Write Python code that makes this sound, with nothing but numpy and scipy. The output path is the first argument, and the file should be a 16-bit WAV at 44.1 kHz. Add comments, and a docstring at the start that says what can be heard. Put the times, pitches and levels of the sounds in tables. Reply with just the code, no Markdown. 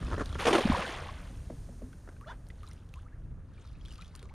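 """Cast net on a shallow bay

A wet hand line rubs by stick-slip as it runs out; a weighted rim then slaps the water (shaped noise and short tones).
Air pockets gulp as pulsating bubbles, spray rains back as random grains, and foam fizzes away.
Afterwards the line drips, squelches and ticks close by: gliding tones and filtered noise bursts.
Behind it wavelets clop under the bow, ripples lap, and a light breeze rumbles on the microphone as low noise."""
import sys
import numpy as np
from scipy import signal
from scipy.io import wavfile
from scipy.ndimage import map_coordinates

SR = 44100
rng = np.random.default_rng(int(sys.argv[2]) if len(sys.argv) > 2 else 0)


def store_wav(level_fs):
    """Save 16-bit WAV to argv[1]."""
    pcm = np.round(np.clip(np.atleast_2d(level_fs), -1, 1) * 32767)
    wavfile.write(sys.argv[1], SR, pcm.T.astype(np.int16))


N = 191379
TIME = np.arange(N) / SR   # s


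def from_db(db):
    """Level to amplitude: 20 dB is a factor of ten."""
    return 10 ** (np.asarray(db) / 20)


def rms_one(x):
    """Power normalisation: scale to unit rms."""
    return x / np.sqrt(np.mean(x ** 2) + 1e-20)


def at_hz(points, hz):
    """Spectral interpolation on a log-frequency axis."""
    f, value = np.transpose(points)
    return np.interp(np.log(hz), np.log(f), value)


def drift(rate):
    """Low-passed noise: a slow random modulation of unit spread, faster for a higher rate."""
    # computed at every 40th sample; the first 2000 values let the filter settle
    r = np.exp(-80 * np.pi * rate / SR)
    slow = signal.lfilter([1], [1, -2 * r, r * r], rng.standard_normal(N // 40 + 2002))[2000:]
    return np.interp(np.arange(N) / 40, np.arange(len(slow)), rms_one(slow))


def band(x, low, high):
    """Band-pass filtering with a maximally flat response."""
    sos = signal.butter(2, [low, min(high, .45 * SR)], "band", fs=SR, output="sos")
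    return signal.sosfilt(sos, x + 1e-18)


def add(out, s, sound):
    """Superposition: mix a short sound in at time s."""
    i = max(int(s * SR), 0)
    out[i:i + len(sound)] += sound[:N - i]


def chance_times(gain, per_s):
    """Random arrivals: sample indices, per_s a second where the gain is highest, fewer where it is low."""
    return np.flatnonzero(rng.random(N) < per_s * gain / gain.max() / SR)


def envelope(s, rise, hold, fade_db_per_s):
    """Exponential decay: a gain that rises, holds and then fades evenly in dB."""
    return np.clip((TIME - s) / rise, 0, 1) * from_db(-fade_db_per_s * np.maximum(TIME - s - rise - hold, 0))


def swells(rows):
    """Bell-shaped modulation: the summed gain of swells (t/s, half length/s, level/dB)."""
    return sum(from_db(db) * np.exp(-((TIME - s) / half) ** 2) for s, half, db in rows)


def grains(per_s, spread_db):
    """Shot noise: random clicks of uneven size."""
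    sizes = from_db(spread_db * np.minimum(rng.exponential(1, N), 4)) * rng.choice([-1, 1], N)
    return sizes * (rng.random(N) < per_s / SR)


# likeness of the left and right channels: (f/Hz, likeness, 1 = identical)
LIKENESS = [(30, 1), (2000, 1), (4000, 1), (9000, 0.98), (13000, 0.88)]


def texture(colour, patchy_db, flicker=12, per_s=None, spread_db=0):
    """Third-octave synthesis: stereo noise, or shot noise of per_s grains in the 1 kHz band; rms 1."""
    out = np.zeros((2, N))
    for hz in 1000 * 2 ** (np.arange(-17, 12) / 3):
        if not colour[0][0] <= hz <= colour[-1][0]:
            continue
        if per_s is None:
            drive = rng.standard_normal(N)
        else:
            drive = grains(per_s * np.sqrt(hz / 1000), spread_db)   # higher bands have more grains
        mid = rms_one(band(drive, hz / 2 ** (1 / 6), hz * 2 ** (1 / 6)))
        alike = np.clip(at_hz(LIKENESS, hz), 0, 1)
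        side = np.sqrt(1 - alike) * np.roll(mid, N // 3) * [[1], [-1]]   # opposite sign in the two channels
        gain = np.sqrt(hz) * from_db(at_hz(colour, hz) + patchy_db * drift(flicker))
        out += gain * (np.sqrt(1 + alike) * mid + side)
    return rms_one(out)


def bubble(hz, swell, t60, rise):
    """Bubble resonance: it swells, rings and dies, its pitch rising by at most an octave near the surface."""
    t = TIME[:SR // 5]
    shape = (1 - np.exp(-(t / swell) ** 2)) * from_db(-60 * t / t60)
    pitch = hz * 2 ** np.minimum(rise * t, 1)
    return shape / shape.max() * np.sin(2 * np.pi * np.cumsum(pitch) / SR)


# stretches of the weighted rim hitting the water: (t/s, relative level/dB, length/s)
SLAPS = [(0.452, -21.5, 0.015), (0.467, -19.5, 0.033), (0.501, -27.5, 0.028), (0.527, -21.3, 0.034),
         (0.55, -25.5, 0.028), (0.578, -25.7, 0.023), (0.606, -30, 0.015)]
SLAP_SPRAY_DECAY_S = 0.025


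def rim_impact():
    """Impact excitation: gains of the rim's slaps and of the spray each one tears off."""
    impact, torn = np.zeros(N), np.zeros(N)
    for s, db, length in SLAPS:
        age = np.maximum(TIME - s, 0)
        onset = from_db(db) * (1 - np.exp(-age / .002))
        impact += onset * np.exp(-(age / length) ** 4)
        torn += onset * np.exp(-age / SLAP_SPRAY_DECAY_S)
    return impact, torn


# spectrum of a slap: (f/Hz, relative density level/dB)
SLAP_COLOUR = [(110, -37), (180, -2), (209, -14), (256, 3), (325, -0.5), (480, -2.5), (645, 1), (777, -3.5),
               (1150, -6.5), (1500, -11.5), (2190, -15.5), (2900, -18), (4420, -28), (7700, -32.5),
               (8930, -26.5), (15000, -79)]


def rim_slaps(impact):
    """Broadband impact noise: the rim slaps down stretch by stretch."""
    return from_db(-4.0) * impact * texture(SLAP_COLOUR, patchy_db=3.0, per_s=2000, spread_db=1.5)


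WEIGHTS_PER_S, WEIGHT_DB = 520, -4   # rate at the hardest impact; level relative to the impact gain
WEIGHT_HZ, WEIGHT_OCTAVES = 1300, 0.8   # centre; pitches lie up to 1.5 times this spread either side


def weights(impact):
    """Damped resonance: each lead weight punches its own small hole, a short plop of a few cycles."""
    out, t = np.zeros(N), TIME[:SR // 25]
    cycles = 2.2
    for i in chance_times(impact, WEIGHTS_PER_S):
        hz = WEIGHT_HZ * 2 ** (WEIGHT_OCTAVES * rng.uniform(-1.5, 1.5))
        plop = np.exp(-t * hz / cycles) * np.sin(2 * np.pi * hz * t)
        add(out, i / SR, impact[i] * rng.uniform(0.39, 1) * plop)
    return from_db(WEIGHT_DB) * out


# air pockets dragged under by the net: (t/s, f/Hz, relative peak level/dB, t60/s)
GULPS = [(.453, 587, -26.5, 0.023), (.467, 645, -24.5, .05), (.483, 1170, -23.5, 0.061),
         (.509, 346, -21.5, 0.027), (.528, 405, -23, .055), (0.550, 337, -21, 0.088), (.562, 488, -27, .06),
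         (.583, 575, -22.5, 0.058), (.586, 1126, -23.5, 0.037), (0.607, 430, -23.5, .055),
         (.67, 620, -31, .03), (0.65, 205, -18, 0.03), (.696, 224, -17, 0.026), (0.71, 150, -26, 0.03),
         (.72, 1050, -25, 0.03), (.747, 900, -21.5, 0.024), (.77, 520, -32, .03), (.824, 1080, -30, .022),
         (.785, 186, -33, 0.045), (.839, 240, -33, 0.037), (.89, 367, -37, 0.044),
         (1.089, 1080, -35, 0.037)]
GULP_SWELL_CYCLES, GULP_OCTAVES_PER_S = 1.28, 1.2   # bigger pockets are slower


def gulps(wobble=0.05, rough_db=2.0):
    """Bubble resonance: big air pockets ring unevenly; the lower the note, the slower it swells."""
    out = np.zeros(N)
    for s, hz, db, t60 in GULPS:
        pitch = hz * (1 + wobble * drift(66)[:SR // 5])
        rough = rough_db * drift(87)[:SR // 5]
        add(out, s, from_db(db + rough) * bubble(pitch, GULP_SWELL_CYCLES / hz, t60, GULP_OCTAVES_PER_S))
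    return from_db(-0.5) * out


# spectra of the bubbles and of the fine spray: (f/Hz, relative density level/dB)
BUBBLE_COLOUR = [(100, -22), (170, -4.5), (227, -7), (407, -3.5), (480, -1), (904, -1.5), (1440, -4.5),
                 (1720, -8.5), (3500, -17.5), (4550, -49), (7700, -120)]
SPRAY_COLOUR = [(1000, -27), (1700, -2.5), (2360, -6.5), (2900, -4.7), (4230, -11), (5260, -17),
                (7110, -17), (7710, -21.5), (8920, -21.5), (11000, -29.5), (15000, -53)]
SKIM_S, SKIM_HOLD_S = 0.382, 0.025   # the lowest weights skim the surface ahead of the rim
SKIM_BUBBLE_DB, SKIM_SPRAY_DB = -37.5, -36.5   # its gurgle and hiss, relative levels
SLAP_SPRAY_DB = -10   # spray torn off by each slap, relative level
FALLBACK_S, FALLBACK_RISE_S = 0.585, 0.1   # the thrown water starts to rain back
PATTER_DB, PATTER_HOLD_S, PATTER_FADE_DB_PER_S = -35.8, 0.11, 54   # bubbles that it makes
SPRAY_DB, SPRAY_HOLD_S, SPRAY_FADE_DB_PER_S = -41.5, 0.19, 50   # its fine spray, relative level


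def bubbles_and_spray(torn, skim_fade_db_per_s=130, churn_db=-13):
    """Shot noise: the skim, the slaps and the falling water each make fine bubbles and spray."""
    skim = envelope(SKIM_S, .014, SKIM_HOLD_S, skim_fade_db_per_s)
    patter = from_db(PATTER_DB) * envelope(FALLBACK_S, FALLBACK_RISE_S, PATTER_HOLD_S, PATTER_FADE_DB_PER_S)
    mist = from_db(SPRAY_DB) * envelope(FALLBACK_S, FALLBACK_RISE_S, SPRAY_HOLD_S, SPRAY_FADE_DB_PER_S)
    bubble_gain = from_db(SKIM_BUBBLE_DB) * skim + from_db(churn_db) * torn + patter
    spray_gain = np.hypot(from_db(SKIM_SPRAY_DB) * skim, from_db(SLAP_SPRAY_DB) * torn) + mist
    bubbles = bubble_gain * texture(BUBBLE_COLOUR, patchy_db=1.5, flicker=25, per_s=220, spread_db=2.0)
    spray = spray_gain * texture(SPRAY_COLOUR, patchy_db=1.2, flicker=25, per_s=170, spread_db=1.6)
    return bubbles + from_db(-2.5) * spray


# heavy drops are thrown highest and start to land later than the spray
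HEAVY_S, HEAVY_RISE_S, HEAVY_HOLD_S, HEAVY_FADE_DB_PER_S = 0.62, 0.1, 0.17, 55
HEAVY_PER_S, HEAVY_DB, HEAVY_HZ, HEAVY_OCTAVES = 520, -35.8, 1750, 0.85


def heavy_drops(spread_db=3.5):
    """Damped resonance: heavy drops rain back, each a short plip; on average later ones sound lower."""
    cycles, deepening_octaves_per_s = 2.5, 0.8
    out, t = np.zeros(N), TIME[:SR // 40]
    shower = envelope(HEAVY_S, HEAVY_RISE_S, HEAVY_HOLD_S, HEAVY_FADE_DB_PER_S)
    for i in chance_times(np.sqrt(shower), HEAVY_PER_S):
        size, strength = np.clip(rng.standard_normal(2), -2, 1.5)
        deepening = deepening_octaves_per_s * (i / SR - HEAVY_S - HEAVY_RISE_S)
        hz = HEAVY_HZ * 2 ** (HEAVY_OCTAVES * size - deepening)
        age = t * hz / cycles
        plip = (1 - np.exp(-3 * age)) * np.exp(-age) * np.sin(2 * np.pi * hz * t)
        add(out, i / SR, shower[i] ** 0.75 * from_db(spread_db * strength) * plip)
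    return from_db(HEAVY_DB) * out


# spectrum of the foam: (f/Hz, relative density level/dB)
FOAM_COLOUR = [(1180, -31), (2000, -4), (2760, -3.5), (5100, -2), (6090, 1), (7770, -1.5), (8750, 2.5),
               (9920, -5.5), (13400, -13.5), (15000, -26)]
FOAM_S, FOAM_RISE_S, FOAM_HOLD_S, FOAM_DB, FOAM_FADE_DB_PER_S = 0.93, 0.3, 0.4, -67.5, 10


def foam(fizz_per_s=1500):
    """Dense shot noise: the foam left behind fizzes and fades."""
    gain = from_db(FOAM_DB) * envelope(FOAM_S, FOAM_RISE_S, FOAM_HOLD_S, FOAM_FADE_DB_PER_S)
    return gain * texture(FOAM_COLOUR, patchy_db=-0.1, per_s=fizz_per_s, spread_db=1.5)


# the line slips through the hand in jerks: (t/s, relative peak level/dB)
RUBS = [(0.026, -37.5), (0.081, -35.5), (0.113, -32), (0.122, -32), (0.13, -29), (0.14, -30.5),
        (0.179, -29), (0.195, -28), (0.206, -28.5), (0.211, -31), (0.219, -35), (0.326, -41), (0.353, -32),
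        (2.074, -46), (2.088, -42)]
# between jerks the line drags on: (t/s, half length/s, relative level/dB)
DRAGS = [(0.103, 0.012, -46), (0.14, 0.014, -41), (0.185, 0.016, -41), (0.211, 0.014, -38),
         (2.124, 0.012, -58)]
# modes of the taut line's creak: (f/Hz, level relative to its jerk/dB, t60/s)
CREAK = [(270, -7, 0.04), (580, -6, 0.035), (1050, -13, 0.04), (1370, -7, 0.04), (1760, -11, 0.04)]
# spectrum of the scrape: (f/Hz, relative density level/dB)
RUB_COLOUR = [(160, 8), (250, 5), (450, 4), (700, -5), (1100, -3), (1600, -4.5), (2100, -21), (4000, -27.5),
              (7000, -26), (12000, -55)]


def line_rubs(decay=0.0055, swell=0.001, scrape_db=-0.5, creak_db=0, detune=0.035):
    """Stick-slip friction: the line drags and slips in short rough jerks, each exciting damped creaky modes."""
    jerks, creak, t = np.zeros(N), np.zeros(N), TIME[:SR // 12]
    onset = 1 - np.exp(-(t / swell) ** 2)
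    for s, db in RUBS:
        add(jerks, s, from_db(db) * onset * np.exp(-t / decay))
        for hz, mode_db, t60 in CREAK:
            phase = 2 * np.pi * (hz * rng.normal(1, detune) * t + rng.random())
            ringing = onset * np.exp(-np.log(1000) * t / t60)
            add(creak, s, from_db(db + mode_db) * ringing * np.sin(phase))
    scrape = np.hypot(jerks, swells(DRAGS)) * texture(RUB_COLOUR, patchy_db=0.5)
    return from_db(scrape_db) * scrape + from_db(creak_db) * creak


# pulls that gather the wet line: (t of fastest pull/s, half length/s, relative level/dB)
PULLS = [(2.69, 0.13, -65), (2.98, 0.071, -70), (3.64, 0.11, -66.5), (3.96, 0.14, -61.5),
         (4.21, 0.084, -65)]
HELD_LINE_DB = -80.5   # the line creeps between pulls, relative level


def pulling():
    """Amplitude control by sliding: a slow creep with pulls on top."""
    return swells(PULLS) + from_db(HELD_LINE_DB) * np.interp(TIME, [2.2, 2.5], [0, 1])


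# the sharpest wet ticks of the line: (t/s, relative peak level/dB, f/Hz, bandwidth as a ratio, at least 1.1)
TICKS = [(0.258, -37, 4300, 1.25), (1.929, -53, 2300, 2.1), (2.211, -49, 1800, 1.6),
         (2.468, -53.5, 4550, 1.15), (2.487, -47.5, 7500, 1.4), (2.632, -50, 2960, 1.4),
         (2.667, -49, 5160, 0.82), (2.687, -49.5, 7500, 1.2), (2.712, -50, 5500, 1),
         (2.732, -48, 6560, 1.6), (2.89, -56.5, 4500, 1.5), (2.939, -42, 2950, 1.22),
         (2.958, -54.5, 5500, 1.6), (3.674, -51.5, 4200, 1.23), (3.851, -48, 3330, 1.3),
         (3.857, -43.5, 3450, 1), (3.883, -44.5, 3020, 2), (3.924, -42.5, 5000, 1.6),
         (3.957, -45, 3600, 1.4), (3.981, -47, 3700, 1.5), (4.02, -45.5, 3600, 1.7),
         (4.046, -50, 4200, 1.4), (4.066, -53, 3500, 1.5), (4.079, -51.5, 5000, 1.2),
         (4.152, -36.5, 3600, 2.2), (4.16, -43.5, 6980, 1.5), (4.193, -45.5, 3430, 1.25),
         (4.228, -43, 3400, 2.3), (4.29, -52, 1800, 1.5)]
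# spectrum of the wet line and mesh: (f/Hz, relative density level/dB)
GATHER_COLOUR = [(700, -4), (1300, 7.5), (1900, -8), (2900, 1.5), (5000, -7), (7000, -9.5), (9500, -11.5),
                 (14000, -37)]
PULL_TICKS_PER_S, PULL_TICK_DB = 75, 7   # rate at full pull; level above the pulling gain
TICK_RING_DB, TICK_RING_HZ, TICK_RING_T60_S = -15, 1230, 0.03   # each tick leaves a short hollow ring


def wet_line(swell=0.00036, decay=0.00084, tail_db=-25, tail=0.011, snap_db=-15,
             small_tick_hz=3900, small_tick_width=1.45):
    """Impulsive excitation: films of water snap on the line, single ticks over a fine crackling hiss."""
    out, t, pull = np.zeros(N), TIME[:SR // 20], pulling()
    hiss = pull * texture(GATHER_COLOUR, patchy_db=4.0, flicker=28.0, per_s=400, spread_db=2.5)
    small = []
    for i in chance_times(pull, PULL_TICKS_PER_S):
        db = 20 * np.log10(pull[i]) + PULL_TICK_DB
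        small.append((i / SR, db, small_tick_hz * 2 ** rng.uniform(-0.47, 0.81), small_tick_width))
    shape = (1 - np.exp(-(t / swell) ** 2)) * (np.exp(-t / decay) + from_db(tail_db) * np.exp(-t / tail))
    ring_shape = from_db(TICK_RING_DB) * np.exp(-np.log(1000) * t / TICK_RING_T60_S)
    for s, db, hz, width in list(TICKS) + small:
        burst = rng.standard_normal(len(t)) * shape
        ratio = max(width, 1.1)
        tick = band(burst, hz / ratio, hz * ratio) + from_db(snap_db) * band(burst, 1040, 10000)
        ring = ring_shape * np.sin(2 * np.pi * TICK_RING_HZ * rng.normal(1, 0.073) * t)
        add(out, s, from_db(db) * (tick / np.abs(tick).max() + ring))
    return out + from_db(-2.0) * hiss


# partials of a short squeaky squelch, each gliding, then late swelling drips that chirp upward:
# (t/s, length/s, start f/Hz, end f/Hz, relative level/dB)
SQUELCH = [(2.259, 0.031, 548, 720, -44.5), (2.26, 0.04, 1090, 1750, -46.5),
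           (2.272, 0.038, 1500, 2050, -52.5), (2.29, 0.022, 850, 1080, -41),
           (2.303, 0.027, 1350, 1620, -44.5), (2.308, 0.018, 1020, 940, -45.5),
           (2.27, 0.036, 3250, 3780, -57.5), (2.297, 0.027, 3330, 3620, -56),
           (2.264, 0.06, 3000, 2920, -62), (2.268, 0.028, 4050, 4300, -63.5),
           (2.276, 0.04, 4700, 5080, -67), (2.292, 0.026, 5950, 6100, -68), (4.138, .026, 920, 1450, -55),
           (4.302, .027, 680, 1250, -54)]


def squelch_and_late_drips(waver=0.03, overtone_db=-26, rasp_db=-27, slosh_db=-11.5, slosh_decay_s=0.021,
                           fullness=0.7, sputter_db=2.5):
    """Frequency modulation: gliding tones swell and sputter, rasp on every cycle and leave a slosh."""
    out, t = np.zeros(N), TIME[:SR // 8]
    for s, length, start_hz, end_hz, db in SQUELCH:
        u = np.minimum(t / length, 1)
        pitch = start_hz * (end_hz / start_hz) ** u * (1 + waver * drift(260)[:len(u)])
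        phase = 2 * np.pi * np.cumsum(pitch) / SR
        sputter = from_db(sputter_db * drift(160)[:len(u)]) * np.abs(np.sin(np.pi * u)) ** fullness
        rasp = rms_one(band(rng.standard_normal(len(u)), 2900, 6700) * (1 + np.sin(phase)))
        tone = np.sin(phase) + from_db(overtone_db) * np.sin(2 * phase)
        slosh_shape = u * np.exp(-np.maximum(t - length, 0) / slosh_decay_s)
        slosh = rms_one(band(rng.standard_normal(len(u)), 270, 1500)) * slosh_shape
        add(out, s, from_db(db) * (sputter * (tone + from_db(rasp_db) * rasp) + from_db(slosh_db) * slosh))
    return from_db(-1.2) * out


# drips whose bubble surfaces, mostly chirping upward:
# (t/s, f/Hz, peak level/dB, length/s, rise/octaves, lateness of the rise: 1 = even)
DRIPS = [(2.21, 1130, -50, 0.046, 1.0, 3), (2.632, 1240, -48, 0.022, -0.085, 0.79),
         (2.958, 1066, -54.5, 0.039, 0.86, 4.5), (3.053, 1196, -58.5, 0.039, 1.35, 2.7),
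         (3.12, 1500, -60.5, 0.036, .55, 0.72), (3.985, 1190, -51, .04, .25, .7)]


def drips(fade_db=10, waver=0.032):
    """Frequency-modulated bubble resonance: a wobbly note, most often rising as it reaches the surface."""
    out = np.zeros(N)
    for s, hz, db, length, rise, lateness in DRIPS:
        u = np.linspace(0, 1, int(length * SR))
        flutter_db = 3.0 * drift(120)[:len(u)]
        edges = np.minimum(u / 0.027, 1) * np.minimum((1 - u) / 0.087, 1)
        shape = edges * from_db(db - fade_db * u + flutter_db)
        pitch = hz * 2 ** (rise * u ** lateness) * (1 + waver * drift(300)[:len(u)])
        add(out, s, shape * np.sin(2 * np.pi * np.cumsum(pitch) / SR))
    return out


# drops off the mesh and the line that ring a small bubble: (t/s, f/Hz, relative peak level/dB)
PLINKS = [(0.066, 2500, -44), (.257, 3800, -43), (.293, 3800, -48.5), (.327, 3320, -43), (0.346, 3200, -41),
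          (1.93, 1490, -49.5), (2.165, 1500, -54), (2.502, 1950, -45), (2.675, 3900, -50),
          (2.713, 2000, -52), (3.578, 2300, -54.5), (3.582, 1200, -56), (3.65, 1200, -55),
          (3.752, 2500, -57), (3.811, 3180, -55), (3.858, 3300, -49), (3.906, 3000, -48.5),
          (3.915, 2800, -47.5), (4.011, 3800, -48), (4.021, 2400, -46.5), (4.023, 1950, -51),
          (4.045, 3200, -53), (4.057, 3450, -52), (4.255, 1110, -51.5), (4.295, 2140, -53)]
PLINK_T60_S, PLINK_SWELL_S, PLINK_OCTAVES_PER_S = 0.026, 0.0007, 10


def plinks(splat_db=-9, splat_s=0.0052):
    """Impact noise and bubble resonance: single drops splat and ring a quickly rising bubble."""
    out, t = np.zeros(N), TIME[:SR // 5]
    for s, hz, db in PLINKS:
        splat = rms_one(band(rng.standard_normal(len(t)), hz / 2 ** .5, hz * 2)) * np.exp(-t / splat_s)
        ring = bubble(hz, PLINK_SWELL_S, PLINK_T60_S, PLINK_OCTAVES_PER_S)
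        add(out, s, from_db(db) * (ring + from_db(splat_db) * splat))
    return from_db(-1.5) * out


DROPS_PER_S, PULL_DROP_DB = 420, 3   # shed at full pull; level above the pulling gain
MESH_DROP_DB, FALLBACK_DROP_DB = -46, -43   # drops from the flying mesh and from the splash


def droplets(centre_hz=3000, spread_db=4.5, mesh_per_s=150, fallback_per_s=260):
    """Random damped resonances: mesh, splash and pulls shed drops of random size, each ringing a few cycles."""
    cycles = 3.5
    out, t = np.zeros(N), TIME[:SR // 25]
    falling = envelope(FALLBACK_S, FALLBACK_RISE_S, SPRAY_HOLD_S, SPRAY_FADE_DB_PER_S / 2)
    showers = [(from_db(MESH_DROP_DB) * in_flight(), mesh_per_s),
               (from_db(FALLBACK_DROP_DB) * falling, fallback_per_s),
               (from_db(PULL_DROP_DB) * pulling(), DROPS_PER_S)]
    for gain, per_s in showers:
        for i in chance_times(gain ** 1.5, per_s):
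            size, glide, strength = rng.standard_normal(3)
            hz = centre_hz * 2 ** (0.715 * np.clip(size, -2, 2))
            age = t * hz / cycles
            pitch = hz * 2 ** ((.03 + .08 * glide) * np.minimum(age, 2))
            shape = (1 - np.exp(-3 * age)) * np.exp(-age)
            drop = shape * np.sin(2 * np.pi * np.cumsum(pitch) / SR)
            add(out, i / SR, gain[i] * from_db(spread_db * min(strength, 1.5)) * drop)
    return out


def in_flight(fade_db_per_s=300):
    """Amplitude control by flight: full from the throw until the weights touch, then a fast fade."""
    return envelope(0, 0.0028, SKIM_S, fade_db_per_s)


def net_in_flight(level_db=-55.5):
    """Shot noise: the wet mesh rustles until it lands."""
    return from_db(level_db) * in_flight() * texture(GATHER_COLOUR, patchy_db=0.5, per_s=1100, spread_db=4.5)


# wavelets clopping under the bow: (t/s, relative level/dB, start f/Hz, settled f/Hz, decay/s)
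CLOPS = [(1.305, -46, 280, 280, 0.018), (1.5, -33, 610, 270, 0.016), (1.690, -44, 610, 255, 0.04),
         (1.819, -38, 570, 275, 0.038), (4.228, -48, 480, 430, 0.02)]
HOLLOW_HZ, HOLLOW_DB, HOLLOW_DECAY_S = 470, -12.5, 0.028   # the hollow under the bow answers each clop


def clops(fall_s=0.0072, sag=0.35, recover_s=0.016, swell_s=0.0018, wash_db=-16, wobble=0.05,
          splat_db=-16, splat_s=0.005):
    """Cavity resonance: a trapped pocket's note drops, then creeps up; the hollow under the bow answers."""
    out, t = np.zeros(N), TIME[:SR // 5]
    for s, db, start_hz, end_hz, decay in CLOPS:
        low_hz = end_hz * (1 - sag * np.exp(-t / recover_s))
        glide = low_hz + (start_hz - low_hz) * np.exp(-(t / fall_s) ** 4)
        pitch = glide * (1 + wobble * drift(170)[:len(t)])
        note = np.sin(2 * np.pi * np.cumsum(pitch) / SR) * np.exp(-t / decay)
        ring = from_db(HOLLOW_DB) * np.sin(2 * np.pi * HOLLOW_HZ * rng.normal(1, 0.03) * t)
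        wash = from_db(wash_db) * rms_one(band(rng.standard_normal(len(t)), 164, 600))
        hollow = (ring + wash) * np.exp(-t / HOLLOW_DECAY_S)
        splat_noise = rms_one(band(rng.standard_normal(len(t)), 420, 1380))
        splat = from_db(splat_db) * splat_noise * np.exp(-t / splat_s)
        clop = (1 - np.exp(-t / swell_s)) * (note + hollow) + (1 - np.exp(-t / 0.00086)) * splat
        add(out, s, from_db(db) * clop)
    return out


# spectrum of the lapping water: (f/Hz, relative density level/dB)
RIPPLE_COLOUR = [(88, -38), (150, 0.5), (286, -7.5), (514, -9.5), (800, -16.5), (1220, -19), (1440, -15.5),
                 (1980, -26), (2440, -30), (5000, -55), (6500, -54), (11000, -120)]
RIPPLE_DB, WASH_DB, WASH_DECAY_S = -62.5, -52, 0.73   # calm water; extra lapping stirred by the throw


def ripples():
    """Shot noise with exponential decay: the bay laps, calming after the throw."""
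    gain = from_db(RIPPLE_DB) + from_db(WASH_DB) * np.exp(-TIME / WASH_DECAY_S)
    return gain * texture(RIPPLE_COLOUR, patchy_db=1.0, per_s=400, spread_db=1.0)


# spectrum of the wind rumble: (f/Hz, relative density level/dB)
RUMBLE_COLOUR = [(11, -32), (18, -1), (43, 2), (92, 0.5), (118, -7.5), (146, -5), (177, -17), (257, -18.5),
                 (300, -18), (390, -58.5), (660, -120)]
# gusts on the microphone: (t/s, half length/s, relative level/dB)
GUSTS = [(0.36, 0.074, -36), (0.72, 0.06, -31.5), (1.42, 0.38, -41.5), (2.2, 0.022, -41), (2.36, 0.05, -50),
         (3.27, 0.083, -41), (3.85, 0.12, -48)]
# the microphone turns into the wind: (t/s, level of opposed buffeting relative to the rumble/dB)
CROSSWIND = [(0, -61), (2.7, -60), (3.3, -19.5), (3.8, -13.5), (4.34, -15)]
WIND_DB, THROW_WIND_DB, THROW_WIND_DECAY_S = -47, -31.5, 0.29   # steady breeze; air stirred by the throw


def breeze():
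    """Turbulent pressure noise: wind buffets the microphone in gusts, partly opposed at the two ports."""
    throw_wind = from_db(THROW_WIND_DB) * np.exp(-TIME / THROW_WIND_DECAY_S)
    rumble = np.sqrt(from_db(WIND_DB) ** 2 + throw_wind ** 2 + swells(GUSTS) ** 2)   # powers add
    shared = texture(RUMBLE_COLOUR, patchy_db=1.5, flicker=5.4)
    s, db = np.transpose(CROSSWIND)
    opposed_gain = from_db(np.interp(TIME, s, db))
    opposed = opposed_gain * texture(RUMBLE_COLOUR, patchy_db=7.0, flicker=4.8) * [[1], [-1]]
    return rumble * (shared + opposed)


def off_centre(x, pan_db=1.5):
    """Interchannel level and time difference: as the microphone turns, the hands move off its axis."""
    turned = np.interp(TIME, [2.4, 3.5], [0, 1])
    left = map_coordinates(x[0], [np.arange(N) - turned], order=3)   # delayed by up to one sample
    return np.array([left, x[1]]) * from_db(pan_db * turned * [[.5], [-.5]])


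def scene():
    """Superposition: the net lands straight ahead in open air; the line is handled close by."""
    impact, torn = rim_impact()
    splash = rim_slaps(impact) + weights(impact) + gulps() + bubbles_and_spray(torn) + heavy_drops() + foam()
    hands = line_rubs() + wet_line() + squelch_and_late_drips() + drips() + plinks() + droplets()
    background = net_in_flight() + clops() + ripples() + breeze()
    return splash + off_centre(hands) + background


def bell(x, hz, q, gain_db):
    """Resonant filtering: a peak or dip in the response."""
    return x + (from_db(gain_db) - 1) * signal.lfilter(*signal.iirpeak(hz, q, fs=SR), x)


CUTOFF_HZ = 15200


def record(dry):
    """Linear filtering: the microphone port has a notch and a resonance in the treble; the top is cut."""
    notched = bell(dry, hz=7840, q=9.1, gain_db=-8.0)
    coloured = bell(notched, hz=9000, q=9.2, gain_db=5.5)
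    return signal.sosfilt(signal.ellip(10, .2, 80, CUTOFF_HZ, fs=SR, output="sos"), coloured)


dry = scene()
out = record(dry)
store_wav(out)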